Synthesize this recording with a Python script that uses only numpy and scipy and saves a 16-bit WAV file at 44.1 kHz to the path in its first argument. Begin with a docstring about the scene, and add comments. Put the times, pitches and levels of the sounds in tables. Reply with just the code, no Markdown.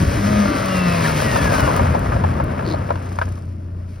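"""An open field: a saloon car slides past on loose dirt, a few metres away.
Tyres rumble, crunch and spray grit, and stones knock on the underbody, among wind buffets and soft thuds.
The engine revs, then runs down to idle with its belt drive whining. Its firing pulses ring the
exhaust pipe, which booms as the tail swings round, and the dirt settles as the car slows."""
import sys
import numpy as np
from scipy import signal
from scipy.fft import rfft, irfft
from scipy.io import wavfile
from scipy.ndimage import uniform_filter1d

SR = 44100
rng = np.random.default_rng(int(sys.argv[2]) if len(sys.argv) > 2 else 0)


def transcribe(u):
    """Save the signal u as a 16-bit wav file named by the first command-line argument.

    u: samples, shape (n,) or (channels, n), limited to [-1, 1]; the rate is SR.
    q: integer samples, one column per channel.
    """
    v = np.clip(np.atleast_2d(u).T, -1, 1)
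    q = np.round(v * 32767).astype(np.int16)
    wavfile.write(sys.argv[1], SR, q)


N = 176400
T = np.arange(N) / SR
F = np.maximum(np.fft.rfftfreq(N, 1 / SR), 1)

# engine speed, from rev to idle (time [s], firing rate [Hz])
FIRING_RATE = [(0, 186), (.14, 191), (.26, 205), (.38, 209), (.52, 194), (.72, 188), (.97, 168),
               (1.25, 141), (1.5, 119), (1.8, 89), (2.05, 64), (2.26, 43.2), (2.55, 30), (3.25, 30.5),
               (3.5, 29.5)]
# fades of the tyre rumble and of the crunching dirt (time [s], level [dB])
RUMBLE_FADE = [(0, -19), (.7, -25.5), (1.5, -18), (2.3, -24), (2.8, -24.5), (3.1, -33.5), (4, -39)]
CRUNCH_FADE = [(0, -30.5), (.35, -26.5), (1.1, -25), (1.65, -20), (2, -25.5), (2.8, -31), (3.3, -40),
               (3.5, -51)]
# bright tone of fine grit (frequency [Hz], gain [dB])
GRIT_EQ = [(1500, 7.5), (2500, 7.5), (3600, -0.5), (5200, 3.5), (7000, -1.5), (10500, -3.5), (16000, -15)]


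def undb(db):
    """Decibels to gain."""
    return 10 ** (np.asarray(db) / 20)


def unit(x):
    """Scale to rms 1."""
    return x / np.sqrt(np.mean(x ** 2) + 1e-18)


def curve(table, at=T):
    """Read a two-column table along straight lines."""
    return np.interp(at, *np.array(table, float).T)


def colour(x, eq):
    """Equalise through (frequency [Hz], gain [dB]) points, then scale to rms 1."""
    hz, db = np.array(eq, float).T
    gain = undb(np.interp(np.log(F), np.log(hz), db))
    return unit(irfft(rfft(x) * gain, N))


def ring(x, hz, width):
    """One resonance, width in Hz, gain 1 at its centre."""
    return signal.lfilter(*signal.iirpeak(hz, hz / min(width, SR / 4), fs=SR), x)


def drift(hz):
    """Random wander with a spread near 1 and hz turning points a second."""
    knots = rng.standard_normal(1024)
    return 1.2 * np.interp(T * hz, np.arange(len(knots)), knots)


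def burst(start, t60, attack):
    """Envelope of a blow: quick rise, exponential fall."""
    age = np.maximum(T - start, 0)
    return (1 - np.exp(-age / attack)) * np.exp(-np.minimum(np.log(1000) * age / t60, 50))


def shaped(x, envelope):
    """Lay an envelope on a sound whose rms under it is made 1."""
    return x * envelope * np.sqrt(np.sum(envelope ** 2) / np.sum((x * envelope) ** 2))


def swell(at, spread, db, hz, width):
    """A bell-shaped swell of narrow-band noise."""
    band = ring(ring(rng.standard_normal(N), hz, width), hz, width)
    return undb(db) * shaped(band, np.exp(-((T - at) / spread) ** 2))


def low_buffets_and_thuds():
    """Wind buffets, a low roar swells, and a few soft thuds sound."""
    low_swells = [(.02, 0.019, -14.5, 104), (.09, 0.033, -15.5, 86), (0.518, 0.058, -21, 253),
                  (1.57, 0.03, -20, 56), (2.09, 0.15, -21.5, 59.6), (2.159, 0.025, -21.5, 127),
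                  (2.435, 0.0047, -12.5, 106), (2.69, 0.064, -25, 306)]  # (time [s], spread [s], level [dB], centre [Hz])
    return sum(swell(at, spread, db, hz, width=0.61 * hz) for at, spread, db, hz in low_swells)


def grit_ticks():
    """Single grains land close by, each a bright tick."""
    landings = [(0.658, -25), (1.605, -26), (1.764, -21), (1.993, -30), (2.44, -35)]  # (time [s], level [dB])
    bright = unit(ring(rng.standard_normal(N), hz=9800, width=11000))
    return bright * sum(undb(db) * burst(at, t60=0.016, attack=0.000075) for at, db in landings)


def rattle():
    """A short ratcheting train of metallic ticks swells and fades under the car."""
    start_s, length_s, ticks_per_s = 2.64, .125, 84
    age = T - start_s
    arch = np.sin(np.pi * np.clip(age / length_s, 0, 1))
    ratchet = np.exp(-(age * ticks_per_s % 1) / .35)
    metal = unit(ring(rng.standard_normal(N), hz=4300, width=500))
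    return metal * ratchet * arch * undb(-30)


def tailpipe_spit(firings):
    """The idling exhaust spits gas once a firing, heard while the tailpipe faces the listener."""
    peak_s, spread_s, decay_cycles = 3.19, 0.23, 0.14
    gas = unit(ring(ring(rng.standard_normal(N), hz=6760, width=8200), hz=6400, width=5200))
    cycle = (firings - np.interp(peak_s, T, firings)) % 1
    facing = np.exp(-((T - peak_s) / spread_s) ** 2)
    return gas * np.exp(-cycle / decay_cycles) * facing * undb(-41.5)


def tyre_chirps():
    """The sliding tyres squeak briefly."""
    squeaks = [(1.06, .014, -21.5, 1720), (1.09, .018, -26, 1410)]  # (time [s], spread [s], level [dB], pitch [Hz])
    return sum(swell(at, spread, db, hz, width=130) for at, spread, db, hz in squeaks)


def underbody(x):
    """The floor panels ring in a few broad modes of alternating polarity."""
    modes = [(606, 114, 6), (900, 194, 4), (1300, 337, -2), (1757, 125, -5), (2270, 320, -17.5)]  # (frequency [Hz], width [Hz], gain [dB])
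    return sum((-1) ** k * undb(db) * ring(x, hz, width) for k, (hz, width, db) in enumerate(modes))


def pebbles():
    """Stray pebbles patter on the underbody and click on the ground, louder as the tyres dig in."""
    def hits(per_s=40):
        return (rng.random(N) < per_s / SR) * rng.uniform(-1, 1, N)
    patter = unit(underbody(hits())) * undb(curve(CRUNCH_FADE) - 9)
    clicks = colour(hits(), GRIT_EQ) * undb(curve(RUMBLE_FADE) - 33)
    return patter + clicks


def stone_knocks():
    """Stones and clods crack against the underbody and ring its panels; short, hard blows crack most."""
    blows = [(1.357, -9.5, 870, 0.05), (1.676, -13, 880, 0.12), (1.773, -13.5, 900, 0.035),
             (1.794, -10, 760, 0.075), (1.947, -9, 650, 0.075), (2.119, -16, 1475, 0.09),
             (2.162, -16, 620, 0.055), (2.238, -11.5, 800, 0.085), (2.399, -12.5, 1000, 0.07),
             (2.592, -14.5, 1100, 0.034), (2.737, -15, 557, 0.08), (2.891, -18, 587, 0.04),
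             (2.905, -8.5, 600, 0.055), (2.956, -17.5, 1430, .02), (3.118, -27, 1290, .03),
             (3.187, -10.5, 1400, 0.036), (3.214, -11.5, 1500, 0.065), (3.278, -28, 1070, .03),
             (3.377, -32, 1070, .03)]  # (time [s], relative level [dB], centre [Hz], 60 dB decay [s])
    attack_s, crack_t60_s = 0.00091, 0.022
    panel = underbody(rng.standard_normal(N))
    edge = ring(ring(rng.standard_normal(N), hz=1940, width=1700), hz=2570, width=SR / 4)
    out = 0
    for at, db, hz, t60 in blows:
        body = shaped(ring(panel, hz, width=hz), burst(at, t60, attack_s))
        crack = shaped(edge, burst(at, crack_t60_s, attack_s / 2))
        hardness = undb(-18.5) * np.sqrt(crack_t60_s / t60)
        out = out + undb(db + 0.5) * (body + hardness * crack)
    return out


def dirt_grains(eq, size_db, stereo_width):
    """Dense clicks of breaking dirt in stereo; size_db boosts or cuts the rare large grains."""
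    def clicks(per_s=9000):
        hits = (rng.random(N) < per_s / SR) * rng.standard_normal(N)
        size = np.minimum(rng.exponential(size=N), 4)
        return colour(hits * undb(size_db * size), eq)
    mid, side = clicks(), clicks()
    return mid + stereo_width * side * np.array([[1], [-1]])


def tyres():
    """Sliding tyres rumble, crush the dirt and spray fine grit; crunch and spray surge together."""
    # tone of the low rumble and of the midrange crunch (frequency [Hz], gain [dB])
    rumble_eq = [(22, -36), (38, -7.5), (60, 1), (110, 2.5), (270, -6), (420, -15.5), (1500, -72)]
    crunch_eq = [(200, -9), (450, 4), (620, 10), (800, 6), (1200, 3.5), (1850, -5), (2600, -13),
                 (3400, -21.5), (7000, -41)]
    spray_fade = [(0, -31.5), (.65, -34), (1.1, -29), (1.62, -29), (1.95, -40.5), (2.5, -48), (3.25, -47.5),
                  (3.55, -61), (3.85, -61.5), (3.93, -51), (4, -57)]  # hiss of flying grit (time [s], level [dB])
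    surge = drift(hz=34.93)
    rumble = dirt_grains(rumble_eq, size_db=0, stereo_width=.13)
    rumble *= undb(curve(RUMBLE_FADE) + 1.5 * drift(hz=24.61))
    crunch = dirt_grains(crunch_eq, size_db=3, stereo_width=.3)
    crunch *= undb(curve(CRUNCH_FADE) + 0.5 * surge)
    spray = dirt_grains(GRIT_EQ, size_db=-1, stereo_width=.22)
    spray *= undb(curve(spray_fade) + 1.3 * surge)
    return rumble + crunch + spray


def belt_whine(firings):
    """Engine and pulley whines track the engine speed and flutter; each fades in, holds and fades out."""
    whines = [(3, 0, .78, -32), (3, .23, .46, -33), (4, .88, 1.03, -27.5), (7, .45, .95, -32.5),
              (15, .7, .97, -35.5), (13.75, 1.23, 1.8, -30.5), (20.6, 1.25, 1.43, -38),
              (26.9, 1.3, 1.44, -42), (27.4, 1.58, 1.68, -39)]  # (pitch [x firing rate], start [s], end [s], level [dB])
    pitch_wobble, flicker_db, fade_s = .011, 2.2, .05
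    slip = np.cumsum(curve(FIRING_RATE) * pitch_wobble * drift(hz=140)) / SR
    out = 0
    for order, start, end, db in whines:
        tone = np.sqrt(2) * np.sin(2 * np.pi * order * (firings + slip))
        gate = np.clip(np.minimum(T - start, end - T) / fade_s + .5, 0, 1)
        out = out + tone * gate * undb(db + flicker_db * drift(hz=80))
    return out


def exhaust_boom(firings):
    """Uneven firing pulses ring the low resonance of the exhaust pipe."""
    boom_fade = [(0, -40), (1.2, -39), (1.7, -40), (1.8, -17), (2.05, -26), (2.27, -18.5), (2.42, -29.5),
                 (2.8, -27.5), (3.45, -26.5), (4, -32.5)]  # (time [s], level [dB])
    pipe_hz, scatter_db, waver_db = 86, 1.9, 2.2
    pulses = np.diff(np.floor(firings), prepend=0) * undb(scatter_db * rng.standard_normal(N))
    pipe = ring(ring(pulses, pipe_hz, width=14), pipe_hz, width=99)
    running_rms = np.sqrt(np.maximum(uniform_filter1d(pipe ** 2, size=6000), 0) + 1e-14)
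    return pipe / running_rms * undb(curve(boom_fade) + waver_db * drift(hz=20))


def engine(firings):
    """The firing note under a clatter of upper orders, each wavering alone, coloured by the engine bay."""
    # fades of the firing note and of the clatter (time [s], level [dB])
    note_fade = [(.17, -30), (.26, -21.5), (.43, -11.5), (.54, -36.5), (.66, -30), (.8, -20), (1.05, -20),
                 (1.3, -28), (1.65, -57), (4, -37)]
    clatter_fade = [(0, -27.5), (.38, -18), (.65, -20.5), (1, -16), (1.6, -32.5), (2.4, -38), (4, -51.5)]
    order_mix = [(1.5, -5), (2.5, -9), (3, -5), (3.5, -5), (4, -6), (5, -33), (6, 6.5), (7, -7), (8, 0.5),
                 (9, -2.5), (12, -1.5)]  # balance of the overtones (pitch [x firing rate], gain [dB])
    bay_eq = [(250, 12), (420, -1.5), (610, 11), (760, -2), (1250, -2), (2000, -2), (3500, -14),
              (7000, -16)]  # tone of the engine bay (frequency [Hz], gain [dB])
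    note = np.sqrt(2) * np.sin(2 * np.pi * firings) * undb(curve(note_fade) + 2.0 * drift(hz=27.5))
    clatter = 0
    for order in np.arange(1.5, 32, .5):
        gain = undb(curve(order_mix, order) + 3.1 * drift(hz=5.6))
        phase = 2 * np.pi * (order * firings + rng.random()) + .3 * drift(hz=40)
        clatter = clatter + gain * np.sin(phase)
    return note + colour(clatter, bay_eq) * undb(curve(clatter_fade))


def scene():
    """One engine speed drives note, whines and exhaust; the dirt sounds around them."""
    firings = np.cumsum(curve(FIRING_RATE)) / SR  # running count of firing cycles
    motor = engine(firings) + belt_whine(firings) + exhaust_boom(firings) + tailpipe_spit(firings)
    slide = tyres() + tyre_chirps()
    debris = stone_knocks() + pebbles() + grit_ticks()
    return motor + slide + debris + low_buffets_and_thuds() + rattle()


def record(dry):
    """Two microphone ports spread the sound in phase and level; the deepest bass and the top are cut."""
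    port_phase = [(340, 0), (950, 4.3), (1810, 6.1), (2930, 6.7), (5080, 6.4), (6980, 9.4), (8180, 9.8),
                  (9730, 12.4), (11600, 12.8), (12500, 15.5), (14500, 15.8), (15200, 18.6)]  # (frequency [Hz], lead of left over right [rad])
    port_balance = [(80, 1.14), (300, 4), (1290, 3), (2400, 1.5), (8000, 0)]  # (frequency [Hz], left minus right [dB])
    low_cut = signal.butter(2, 36, "high", fs=SR, output="sos")
    high_cut = signal.ellip(10, .2, 80, 15900, fs=SR, output="sos")
    sides = np.array([[.5], [-.5]])
    hz = np.fft.rfftfreq(2 * N, 1 / SR)
    ports = undb(sides * curve(port_balance, hz)) * np.exp(1j * sides * curve(port_phase, hz))
    stereo = irfft(rfft(dry, 2 * N) * ports)[:, :N]
    return signal.sosfilt(high_cut, signal.sosfilt(low_cut, stereo))


dry = scene()
out = record(dry)
transcribe(out)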